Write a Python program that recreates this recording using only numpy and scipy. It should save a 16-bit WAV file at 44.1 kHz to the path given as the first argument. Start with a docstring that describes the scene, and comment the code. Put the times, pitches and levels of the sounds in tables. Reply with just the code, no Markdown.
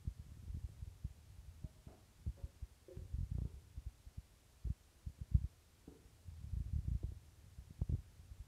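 """In a quiet tiled room, someone holds a camera while a kitten plays.
Closest and loudest is the hand: its presses and short, jerky slides thump dully, and the casing ticks.
Farther off, the kitten pounces on a rug, climbs a cardboard box and leaps off; its knocks ring in the room.
Faint nudges and a low rumble follow the hand's movement, and a steady hiss lies under everything."""
import sys
import numpy as np
from scipy import signal
from scipy.fft import rfft, irfft
from scipy.io import wavfile
from scipy.ndimage import uniform_filter1d

SR = 44100
rng = np.random.default_rng(int(sys.argv[2]) if len(sys.argv) > 2 else 0)


def pcm_store(signal):
    """Save signal as 16-bit PCM."""
    levels = np.round(np.clip(np.atleast_2d(signal), -1, 1) * 32767)
    wavfile.write(sys.argv[1], SR, levels.astype(np.int16).T)


N = 373527

# Single finger presses on the camera: start_s, level_db, half_length_ms
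PRESSES = [(.053, -43, 1.8), (.077, -29.5, 3.1), (.198, -39.5, 2.6), (.501, -39.5, 7.6), (.548, -34.5, 2.7),
           (.572, -37.5, 1.5), (.645, -34.5, 4.6), (.827, -37, 3.5), (.877, -41.5, 4), (1.05, -31.5, 2.85),
           (1.646, -33, 2.17), (1.872, -41.5, 1.6), (2.267, -37, 2), (2.278, -31.5, 3.5),
           (2.295, -37.5, 3.6), (2.441, -34.5, 4), (2.629, -36.5, 5), (2.973, -38.5, 1.9),
           (3.143, -31.5, 4.5), (3.778, -37.5, 4.5), (3.869, -36, 4.6), (4.07, -44, 5.5), (4.183, -37, 2.8),
           (4.704, -28.5, 2.9), (5.071, -34, 3.3), (5.099, -45, 3), (5.19, -51, 1.2), (5.217, -35, 2.5),
           (5.351, -18.5, 2.75), (5.444, -30.5, 3.85), (6.285, -45, 3.4), (7.044, -29.5, 3.4),
           (7.588, -40.5, 3.1), (7.709, -41, 1.37), (7.794, -44, 2.2), (7.819, -26, 2.4),
           (7.939, -28, 2.05), (7.989, -40.5, 3.5), (8.315, -43, 5.4), (8.403, -43.5, 6.5)]
# Slides of the grip, which sticks and slips at an even pace:
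# first_slip_s, last_slip_s, slip_count, level_db, first_half_length_ms, last_half_length_ms
SLIDES = [(0.266, 0.482, 5, -47.5, 2, 1.2), (2.993, 3.021, 2, -43, 3, 3.9),
          (3.187, 3.232, 3, -31.5, 3.3, 3.2), (3.319, 3.454, 5, -30.5, 2.86, 1.96),
          (4.653, 4.67, 2, -34, 2.9, 6), (5.319, 5.417, 4, -38, 2.7, 3), (6.415, 6.472, 3, -45.5, 2.5, 3.5),
          (6.536, 6.605, 3, -30.5, 4.1, 3.1), (6.735, 6.789, 3, -30.5, 3.1, 3.15),
          (6.883, 6.952, 3, -28.5, 2.45, 3.3), (7.09, 7.121, 2, -39, 4.5, 3.6),
          (7.898, 7.948, 3, -28.5, 2.2, 3)]


def grip_thumps(cut_hz=56, body_hz=152, body_q=5, body_db=-9, rub_db=-30):
    """Each push is a swell of force: the shorter, the higher its thump. The camera rings, the skin rubs."""
    pushes = list(PRESSES)
    for first_s, last_s, count, db, first_ms, last_ms in SLIDES:
        for progress in np.linspace(0, 1, round(count)):
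            slip_s = first_s + progress * (last_s - first_s)
            pushes.append((slip_s, db, first_ms + progress * (last_ms - first_ms)))
    thumps, lead_s = np.zeros(N), .04
    t = np.arange(6000) / SR - lead_s
    fade = signal.windows.tukey(len(t), .5)
    for start_s, db, half_ms in pushes + nudges():
        force = fade / (1 + (t * 1000 / half_ms) ** 2)
        add(thumps, start_s - lead_s, amp(db) * peaked(bass_cut(force, cut_hz)))
    body = signal.lfilter(*signal.iirpeak(body_hz, body_q, fs=SR), thumps)
    return thumps + amp(body_db) * body + amp(rub_db) * skin_rub(thumps)


# The tone of skin rubbing on the casing: pitch_hz, level_db
RUB_TONE = [(60, -26), (150, 3.5), (260, 6), (400, -7.5), (600, -25.5), (1200, -45), (4000, -74)]


def skin_rub(thumps):
    """Skin rubs as it presses, so this noise swells and fades with each thump."""
    return abs(signal.hilbert(thumps)) * noise(RUB_TONE)


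# Ticks of the casing under the grip: start_s, level_db, half_length_ms
TICKS = [(.69, -57, 0.41), (1.05, -58, 0.85), (2.266, -51, 0.83), (2.97, -54, 0.099), (3.384, -45.5, 0.43),
         (3.418, -50.5, .5), (4.673, -50.5, 1), (7.033, -46, 0.77), (7.039, -51, 0.6), (7.119, -55.5, 0.94),
         (7.818, -41, 0.49), (7.897, -44.5, 0.82), (7.927, -46.5, .85), (7.951, -50.5, 0.7)]


def casing_ticks(cut_hz=270, ring_hz=325, ring_q=4, ring_db=-3):
    """The casing slips by a hair: a very short push, dry and close, with a brief ring."""
    ticks, lead_s = np.zeros(N), .01
    t = np.arange(2048) / SR - lead_s
    for start_s, db, half_ms in TICKS:
        force = 1 / (1 + (t * 1000 / half_ms) ** 2)
        add(ticks, start_s - lead_s, amp(db) * peaked(bass_cut(force, cut_hz)))
    ring = signal.lfilter(*signal.iirpeak(ring_hz, ring_q, fs=SR), ticks)
    return ticks + amp(ring_db) * ring


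# The kitten's paws and body landing:
# start_s, level_db, pitch_hz, brightness_db_per_octave, scuff_db, rise_s, echo_db
LANDINGS = [(1.629, -65, 627, -10, 7, 0.0082, 4.5), (1.876, -54, 718, -4, 15.5, 0.0059, 2.5),
            (2.368, -56, 543, -10, 18, 0.016, 1.5), (2.882, -47.5, 365.7, 7, -13, 0.0025, 1),
            (3.446, -49.5, 428, -8, 15, .0095, -3), (5.876, -44.5, 271, 2, 0.5, .0012, -7.5),
            (5.878, -46.5, 423.6, -18, 2.5, 0.00081, -2), (5.912, -55.5, 447, -18, 6, .004, -3)]
# The notes cardboard rings with: pitch_multiple, level_db, fade_s (time to drop by 60 dB)
CARDBOARD_NOTES = [(.66, -16, .07), (1, 17, .12), (1.44, 8, .09), (2.02, -17, .065), (3.05, -22, .051),
                   (4.8, -28, .05)]
# The tone of a scuffing paw: pitch_multiple, level_db
SCUFF_TONE = [(.1, -29), (.28, 7), (.55, 2), (1, 3.5), (1.4, -11), (2.2, -15.5), (3.6, -24.5), (6, -49),
              (14, -70)]


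def kitten_knocks(scuff_s=0.013):
    """A landing rings a few notes around the pitch of the spot it hits; paws scuff and the room answers."""
    knocks, t = np.zeros(N), np.arange(16384) / SR
    hz = np.fft.rfftfreq(len(t), 1 / SR)
    for start_s, db, pitch_hz, brightness, scuff_db, rise_s, echo_db in LANDINGS:
        ring = np.zeros(len(t))
        for multiple, note_db, fade_s in CARDBOARD_NOTES:
            octaves_up = max(np.log2(multiple), 0)
            level = amp(note_db + brightness * octaves_up - 60 * t / fade_s)
            ring += level * np.sin(2 * np.pi * (multiple * pitch_hz * t + rng.random()))
        scuff_gains = amp(look_up(SCUFF_TONE, hz / pitch_hz))
        scuff = irfft(rfft(rng.standard_normal(len(t))) * scuff_gains) * np.exp(-t / scuff_s)
        rise = 1 - np.exp(-t / rise_s)
        knock = amp(db) * peaked((peaked(ring) + amp(scuff_db) * peaked(scuff)) * rise)
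        add(knocks, start_s, knock)
        add(knocks, start_s, amp(echo_db) * signal.fftconvolve(knock, room_echo()))
    return knocks


# How long the room rings: pitch_hz, fade_s (time to drop by 60 dB)
ROOM_FADE = [(150, 0.78), (400, 0.57), (900, 0.58), (3000, 0.46)]


def room_echo(delay_s=0.0066):
    """Sound bounces off tiles and glass in a blur of echoes, each pitch dying at its own speed."""
    hz, t, bands = signal.stft(rng.standard_normal(SR), SR, nperseg=256)
    fade = amp(-60 * t / look_up(ROOM_FADE, hz)[:, None])
    echo = signal.istft(bands * fade, SR, nperseg=256)[1]
    echo *= np.clip(np.arange(len(echo)) / SR / delay_s - 1, 0, 1)  # silent until the first bounce
    return echo / np.linalg.norm(echo)


# How restless the hand is: time_s, level_db
MOVEMENT = [(0, -61), (.2, -62), (.53, -53.5), (1, -63.5), (1.5, -59), (2.1, -71), (2.25, -59), (2.55, -70),
            (2.88, -73.5), (2.98, -58), (3.45, -58.5), (3.78, -62.5), (4, -73), (5.1, -73.5), (5.35, -67),
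            (5.6, -72.5), (6.2, -67.5), (6.28, -57.5), (6.6, -51.5), (7.16, -57), (7.28, -63.5),
            (7.8, -62.5), (8.47, -61)]


def movement_db(time_s):
    """How strongly the hand moves at a given time; the nudges and the rumble follow it."""
    return np.interp(time_s, *np.transpose(MOVEMENT))


def nudges(per_s=9, above_movement_db=11, spread_db=4, half_range_ms=(2.7, 5.2)):
    """Faint chance pushes of the hand, listed as start_s, level_db, half_length_ms."""
    pushes = []
    for slot, (when, strength, softness) in enumerate(rng.random((200, 3))):
        start_s = (slot + when) / per_s
        if start_s < N / SR:
            db = movement_db(start_s) + above_movement_db + spread_db * (2 * strength - 1)
            pushes.append((start_s, db, np.interp(softness, (0, 1), half_range_ms)))
    return pushes


# The tone of the hand's rumble: pitch_hz, level_db
RUMBLE_TONE = [(15, -37.5), (30, -18), (55, 1.5), (85, 11), (145, -3.5), (210, -15.5), (300, -23.5),
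               (600, -43), (2000, -79)]


def hand_rumble(gain_db=-1.0, steadiness=.2):
    """The trembling hand makes a low rumble that swells while the camera is moved."""
    rumble = noise(RUMBLE_TONE)
    power = uniform_filter1d(rumble ** 2, size=2200) + 1e-9  # averaged over 50 ms
    steadier = rumble / power ** (steadiness / 2)
    return steadier * amp(movement_db(np.arange(N) / SR) + gain_db)


# The tone of the background hiss: pitch_hz, level_db
HISS_TONE = [(20, 9), (60, 14.5), (120, 3), (200, 0.5), (350, -3), (700, -7), (1200, -10), (2500, -12),
             (5000, -13), (8000, -14), (11000, -16.5), (14000, -20.5), (15600, -25)]


def hiss(level_db=-68.5):
    """The quiet room and the microphone itself give a steady, soft noise."""
    return amp(level_db) * noise(HISS_TONE)


def amp(db):
    """Turns decibels into a gain to multiply by."""
    return 10 ** (np.asarray(db) / 20)


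def look_up(table, hz):
    """Reads between the rows of a table, with pitch spaced in octaves."""
    pitches, values = np.transpose(table)
    return np.interp(np.log(hz + 1e-9), np.log(pitches), values)


def add(mix, start_s, sound):
    """Lays a sound into the mix at the given time."""
    part = mix[max(round(start_s * SR), 0):][:len(sound)]
    part += sound[:len(part)]


def peaked(sound):
    """Scales a sound so that its outline peaks at 1."""
    return sound / abs(signal.hilbert(sound)).max()


def noise(tone):
    """Steady noise with the given tone, scaled to a typical size (rms) of 1."""
    gains = amp(look_up(tone, np.fft.rfftfreq(N, 1 / SR)))
    shaped = irfft(rfft(rng.standard_normal(N)) * gains, N)
    return shaped / shaped.std()


def bass_cut(force, hz):
    """The microphone passes no slow pressure: a push dips as it builds, peaks, then swings to and fro."""
    build_up, swing = signal.butter(4, hz, "high", fs=SR, output="sos")[:, None]
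    dipped = signal.sosfilt(build_up, force[::-1])[::-1]  # run backwards, so the dip comes first
    return signal.sosfilt(swing, dipped)


def scene():
    """The hand, the kitten and the hiss, all at one microphone."""
    return (grip_thumps() + casing_ticks() + kitten_knocks() + hand_rumble() + hiss())[None]


def record(dry, low_hz=26, high_hz=15700):
    """The camera loses the deepest bass and the highest treble."""
    without_lows = signal.sosfilt(signal.butter(2, low_hz, "high", fs=SR, output="sos"), dry)
    treble_cut = signal.firwin(511, high_hz, window=("kaiser", 9), fs=SR)
    return signal.oaconvolve(without_lows, treble_cut[None], "same")


dry = scene()
out = record(dry)
pcm_store(out)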